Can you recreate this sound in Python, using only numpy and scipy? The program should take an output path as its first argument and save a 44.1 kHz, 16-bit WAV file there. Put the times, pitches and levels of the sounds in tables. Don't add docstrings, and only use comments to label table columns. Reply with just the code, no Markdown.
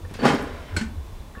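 import sys
import numpy as np
from scipy import signal
from scipy.fft import rfft, irfft, next_fast_len
from scipy.io import wavfile
from scipy.ndimage import uniform_filter1d

SR = 44100
rng = np.random.default_rng(int(sys.argv[2]) if len(sys.argv) > 2 else 0)


def voltage_ratio(decibels):
    exponent = np.asarray(decibels, float) / 20
    return 10 ** exponent


def log_audio(samples):
    frames = np.atleast_2d(samples).T
    limited = np.clip(frames, -1, 1)
    pcm = np.round(limited * 32767).astype(np.int16)
    wavfile.write(sys.argv[1], SR, pcm)


N = 61739
T = np.arange(N) / SR

# f/Hz, width/Hz, level/dB
PAN_MODES = [(142, 20, -9), (236, 18, 0), (270, 28, -2), (415, 25, -5), (470, 40, -8)]
# f/Hz, width/Hz, level/dB
FRONT_MODES = [(675, 16.4, -7.5), (809, 27, 0), (1005, 43, 1.5), (1167, 52, -2.5), (1420, 83, 1),
               (1686, 76, -2)]


def unit(x):
    return x / np.sqrt(np.mean(x ** 2))


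def band(x, hz, width_hz):
    return signal.lfilter(*signal.iirpeak(min(hz, .4 * SR), hz / width_hz, SR), x)


def filtered(x, order, hz, kind="low"):
    return signal.sosfilt(signal.butter(order, hz, kind, fs=SR, output="sos"), x)


def colour(x, points):
    point_hz, point_db = np.array(points).T
    size = next_fast_len(len(x) + 2048)
    log_hz = np.log(np.arange(size // 2 + 1) * SR / size + 1)
    gain = voltage_ratio(np.interp(log_hz, np.log(point_hz), point_db, right=-90))
    return irfft(rfft(x, size) * gain, size)[:len(x)]


def ring(x, modes, share):
    out = 0
    for hz, db, t60_s in modes:
        struck_hz = hz * (1 + 0.016 * rng.standard_normal())
        pole = np.exp(2j * np.pi * struck_hz / SR - np.log(1000) / (t60_s * share * SR))
        gain = voltage_ratio(db + 1.96 * rng.standard_normal())
        out = out + gain * signal.lfilter([1], [1, -pole], x).imag
    return out


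def fade(start_s, t60_s, rise_s):
    t = np.maximum(T - start_s, 0)
    return (1 - np.exp(-t / rise_s)) * voltage_ratio(-60 * t / t60_s)


def swell(start_s, length_s):
    return np.sin(np.pi * np.clip((T - start_s) / length_s, 0, 1))


def push(start_s, ms):
    t = (T - start_s) / (ms / 1000)
    force = np.where((t > 0) & (t < 1), np.sin(np.pi * t) ** 2, 0)
    return force / force.sum()


def walk(rate_hz):
    k = int(SR / rate_hz)
    steps = np.repeat(rng.standard_normal(N // k + 1), k)
    return unit(uniform_filter1d(uniform_filter1d(steps, k), k)[:N])


def tone(hz, wobble_hz, wobble_db):
    level = voltage_ratio(wobble_db * walk(60.06))
    phase = 2 * np.pi * np.cumsum(hz + wobble_hz * walk(92.7)) / SR
    return unit(level * np.sin(phase))


def balls():
    balls_per_s, spread_db = 7000, 2.5
    hit = rng.random(N) < balls_per_s / SR
    size = rng.exponential(size=N)
    return hit * voltage_ratio(spread_db * size) * np.sign(rng.standard_normal(N))


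def body(peaks, sheet):
    sheet_db = 2.5
    clear = sum(voltage_ratio(db) * unit(band(balls(), hz, width_hz)) for hz, width_hz, db in peaks)
    return unit(unit(clear) + voltage_ratio(sheet_db) * unit(colour(balls(), sheet)))


def slide():
    # t/s, pan level/dB, front plate share/dB, rail share/dB
    pull = [
        [(0.187, -36.5, 7.5, -6), (0.215, -33.5, -7, -10), (0.243, -23, -4.5, -12), (0.255, -18, 0.5, -9.5),
         (0.295, -25.5, -1, -2), (0.343, -28.5, -0.5, -12.5), (0.361, -34, 2, 0), (0.37, -37.5, 1.5, -7.5)],
        [(0.385, -34, -1.5, -7.5), (0.448, -32.5, -5.5, -17.5), (0.459, -37, -4.5, -11), (0.611, -47.5, 1, -4),
         (0.675, -46.5, -9.5, -5), (0.689, -51, 6.5, -1), (0.711, -43.5, -2.5, -8), (0.731, -50.5, 4.5, -4),
         (0.758, -36, -12, -13)],
    ]
    # f/Hz, width/Hz, level/dB
    rail_modes = [(2098, 110, 2), (2520, 170, -6.5), (3104, 29, -2), (3810, 130, -4), (4650, 300, -5),
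                  (5380, 280, -5.5)]
    # f/Hz, level/dB per Hz
    pan_sheet = [(60, -40), (140, -10), (190, -16), (255, 0), (350, -11), (440, -4), (600, -13),
                 (1200, -46)]
    front_sheet = [(300, -53), (520, 2), (1000, -6), (1700, -4), (2600, -29.5), (5000, -48)]
    rail_sheet = [(1200, -33), (1900, 2), (3100, -4), (5450, -21.5), (9000, -18.5), (11500, -50),
                  (15000, -55)]
    take_up_s, rail_top_hz, pan_floor_hz = .012, 11000, 128

    curve = np.vstack(pull)
    t_s, pan_points_db, front_points_db, rail_points_db = curve.T
    pan_db = np.interp(T, t_s, pan_points_db, left=-90, right=-90)
    front_db = np.interp(T, t_s, front_points_db)
    rail_db = np.interp(T, t_s, rail_points_db)

    rail = filtered(body(rail_modes, rail_sheet), 3, rail_top_hz)
    steel = body(PAN_MODES, pan_sheet) + voltage_ratio(front_db) * body(FRONT_MODES, front_sheet) + voltage_ratio(rail_db) * rail
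    grip = np.clip((T - t_s[0]) / take_up_s, 0, 1)
    out = voltage_ratio(pan_db) * grip * steel + squeaks() + roller_hum() + jolts()
    return filtered(out, 6, pan_floor_hz, "high")


def jolts():
    # t/s, level/dB, contact time/ms
    blows = [(0.226, -22.5, 1.4), (.241, -22.5, 0.56), (0.248, -16.5, 0.69), (0.2549, -13, 0.38),
             (.258, -21, 1.25), (0.262, -28, 0.31), (.269, -25, 0.23), (0.279, -23.5, 0.84),
             (0.29, -24, 1.2), (.311, -26, 0.63), (0.302, -19, .7), (.322, -31, 0.2), (.329, -21.5, 1.16),
             (.337, -23.5, 1.7), (.343, -22, 1.9), (0.374, -30, 1.6), (.398, -36, 2.1), (0.419, -28, 1.7),
             (.437, -31.5, 1.2), (.235, -21, 0.94), (.21, -27, 1.3), (0.192, -32.5, 1.04)]
    ring_share = 0.8
    modes = [(hz, db, ring_share * 2.04 / width_hz) for hz, width_hz, db in PAN_MODES]
    modes += [(hz, db - 3.5, ring_share * 2.25 / width_hz) for hz, width_hz, db in FRONT_MODES]
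    return sum(voltage_ratio(db) * rng.choice([-1, 1]) * ring(push(s, ms), modes, 0.75) for s, db, ms in blows)


def squeaks():
    # t/s, length/s, level/dB
    chirps = [(.188, .036, -45), (.226, .032, -44), (.256, .03, -45)]
    start_hz, sag_hz_per_s = 4530, 1300
    level = sum(voltage_ratio(db) * swell(s, length_s) for s, length_s, db in chirps)
    return level * tone(start_hz - sag_hz_per_s * (T - chirps[0][0]), 5, .7)


def roller_hum():
    start_s, length_s, level_db = .46, .3, -50
    return voltage_ratio(level_db) * swell(start_s, length_s) * unit(band(balls(), 620, 70))


def knocks():
    # t/s, peak level/dB, thud level/dB, ring length share, contact time/ms
    blows = [
        (0.7637, -25, -6, 0.49, 0.25),
        (.766, -18, -6.5, 0.67, 0.11),
        (.769, -22, 2, 0.93, 0.1),
        (0.7812, -29, 4, 0.66, 0.14),
        (0.797, -31.5, -5, 0.63, 0.084),
        (.812, -24.5, -1, 0.62, 0.16),
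        (.82, -34.5, 7, .5, .2),
        (.837, -40, 11, 0.59, .2),
        (.871, -43.5, 13.5, 0.74, 0.33),
        (0.934, -57.5, 19.5, 1, .3),
    ]
    # f/Hz, level/dB, t60/s
    stop_modes = [(597.6, -8, .1), (1510, -4, .04), (2130, -2, .07), (2660, -4, .08), (2990, -6, .07),
                  (4230, -4, .12), (2380, -4, .06), (5430, -11, .05), (4350, -5, .08), (7180, -4, .03),
                  (7820, -7, .065), (7890, -6.5, .067), (9250, -13.5, .057), (1780, -6, .04)]
    # f/Hz, level/dB, t60/s
    thud_modes = [(111, -10, 0.21), (184.3, 6, 0.089), (220, 4.5, 0.26), (290.5, 3.5, 0.19)]
    # f/Hz, level/dB per Hz
    clatter_spectrum = [(410, -26), (700, -3), (1340, -3), (1650, -0.5), (3630, -5.5), (4300, -8),
                        (8000, -10), (15500, -40)]
    clatter_db, clatter_t60_s = -4.5, 0.25
    crack_t60_s, crack_ms, thud_ms = 0.0039, .07, 1.2

    out = 0
    for s, db, thud_db, share, ms in blows:
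        grit = rng.standard_normal(N) * fade(s, crack_t60_s, 0.000099)
        crack = push(s, ms) + 0.4 * crack_ms / ms * grit / np.sqrt(np.sum(grit ** 2))
        stop = ring(crack, stop_modes, share)
        thud = voltage_ratio(thud_db) * ring(push(s, thud_ms), thud_modes, share)
        clatter = unit(colour(rng.standard_normal(N), clatter_spectrum))
        clatter = voltage_ratio(clatter_db) * clatter * fade(s, clatter_t60_s * share, 0.00022)
        out = out + voltage_ratio(db) * (0.29 * stop + 0.28 * thud + 0.36 * clatter)
    return out


def groans():
    # t/s, length/s, f/Hz, rms level/dB
    sung = [(.228, .05, 252, -19), (.232, .034, 450, -23), (.272, .03, 240, -23), (.285, .055, 412, -27),
            (.327, .03, 275, -23), (.763, .013, 1510, -26), (.764, .022, 4260, -35), (.764, .02, 7850, -38),
            (.044, .016, 490, -43), (.045, .014, 1800, -47), (1.358, .016, 1710, -46),
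            (1.374, .03, 1780, -46), (1.348, .07, 1110, -50), (1.368, .018, 230, -40), (.54, .22, 622, -51),
            (.186, .035, 480, -38), (.19, .03, 1200, -46), (.236, .03, 1130, -28), (.24, .05, 142, -29),
            (.36, .035, 222, -32), (.425, .032, 290, -32), (.808, .035, 220, -31), (1.36, .03, 1430, -54),
            (.14, .022, 2600, -50), (.81, .016, 1750, -36)]
    return sum(voltage_ratio(db) * swell(s, length_s) * tone(hz, .012 * hz, 1.5) for s, length_s, hz, db in sung)


def ticks():
    onsets_s = [.002, .048, .095, .11, .112, .139, .14, .152, .251, .328, .347, .42, .765, .766, .813, .86,
                1.351, 1.352, 1.361, 1.375, 1.379]
    # level/dB, centre f/Hz, width/Hz, t60/s
    touches = [(-42, 280, 290, 0.072), (-45, 1350, 1080, 0.038), (-50.5, 1240, 2800, 0.92),
               (-33.5, 130, 310, 0.1), (-54, 7700, 6000, .03), (-41.5, 9200, 7500, 0.017),
               (-40, 1660, 4600, 0.29), (-32, 140, 340, 0.041), (-30.5, 3960, 5000, 0.46),
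               (-56, 12000, 6000, .015), (-45, 12000, 6000, 0.022), (-50, 9900, 4200, 0.11),
               (-36, 6900, 10000, .04), (-34.5, 413, 110, 0.11), (-34.5, 1650, 520, 0.055),
               (-35, 254, 65, 0.16), (-33, 1340, 720, 0.017), (-53, 1440, 720, 0.28),
               (-53, 1630, 250, 0.051), (-41, 290, 450, 0.043), (-53, 2650, 190, 0.11)]
    click_db = 12.5
    out = 0
    for s, (db, hz, width_hz, t60_s) in zip(onsets_s, touches):
        scrape = rng.standard_normal(N) * fade(s, t60_s, 0.0004)
        click = voltage_ratio(click_db) * (np.arange(N) == int(s * SR))
        touch = band(band(scrape + click, hz, width_hz), hz, width_hz)
        touch = band(touch, hz, 2 * width_hz)
        out = out + voltage_ratio(db) * touch * np.sqrt(SR / width_hz / 1.53)
    return out


def cabinet():
    # t/s, level/dB, f/Hz
    boom = [(0.0, -66, 80), (0.037, -24.5, 82.9), (0.3, -47, 98.3), (0.328, -38, 96.64),
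            (0.619, -32.5, 79.5), (0.684, -60, 77.6), (0.733, -20, 83.9), (0.778, -18, 88.7),
            (0.84, -55, 82), (0.865, -27.5, 78.6), (0.946, -31, 81.94), (0.989, -19, 84.2),
            (1.055, -34.5, 77.3), (1.15, -32, 91.9), (1.24, -45, 70.6), (1.4, -36, 77)]
    wobble_hz, wobble_db = 6.68, 2.1
    t_s, level_db, pitch_hz = np.array(boom).T
    hz = np.interp(T, t_s, pitch_hz) + wobble_hz * walk(29.22)
    level = voltage_ratio(np.interp(T, t_s, level_db) - 6.0 + wobble_db * walk(39.2))
    return level * np.sin(2 * np.pi * np.cumsum(hz) / SR)


def room(near):
    level_db, t60_s, top_hz = -15, 0.38, 2900
    tail = band(rng.standard_normal(N), top_hz / 4, top_hz) * fade(0.0044, t60_s, 0.0039)
    return voltage_ratio(level_db) * signal.fftconvolve(near, tail / np.sqrt(np.sum(tail ** 2)))[:N]


def workshop():
    # f/Hz, level/dB per Hz
    air_spectrum = [(12, -25), (30, -1), (75, -7), (130, -18.5), (268, -24), (916, -29.5), (1080, -28.5),
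                    (1180, -35.5), (15800, -52)]
    # f/Hz, width/Hz, level/dB
    whine_bands = [(3910, 90, -70), (1070, 120, -66)]
    air_db, flicker_db, motor_hz, motor_db = -47.5, .6, 3500, -67
    air = colour(rng.standard_normal(N), air_spectrum)
    air = air / np.std(filtered(air, 4, 120, "high"))
    whine = sum(voltage_ratio(db) * unit(band(rng.standard_normal(N), hz, width_hz)) for hz, width_hz, db in whine_bands)
    motor = voltage_ratio(motor_db) * tone(motor_hz, 6, 1.5)
    return air * voltage_ratio(air_db + flicker_db * walk(6)) + whine + motor


def scene():
    near = slide() + knocks() + groans() + ticks()
    return (near + room(near) + cabinet() + workshop())[None]


def roll_off(x):
    return signal.sosfilt(signal.butter(12, 16500, fs=SR, output="sos"), x)


def record(dry):
    top_hz = 15800
    mix = signal.sosfilt(signal.ellip(8, .2, 40, top_hz, fs=SR, output="sos"), dry)
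    return roll_off(mix)


dry = scene()
out = record(dry)
log_audio(out)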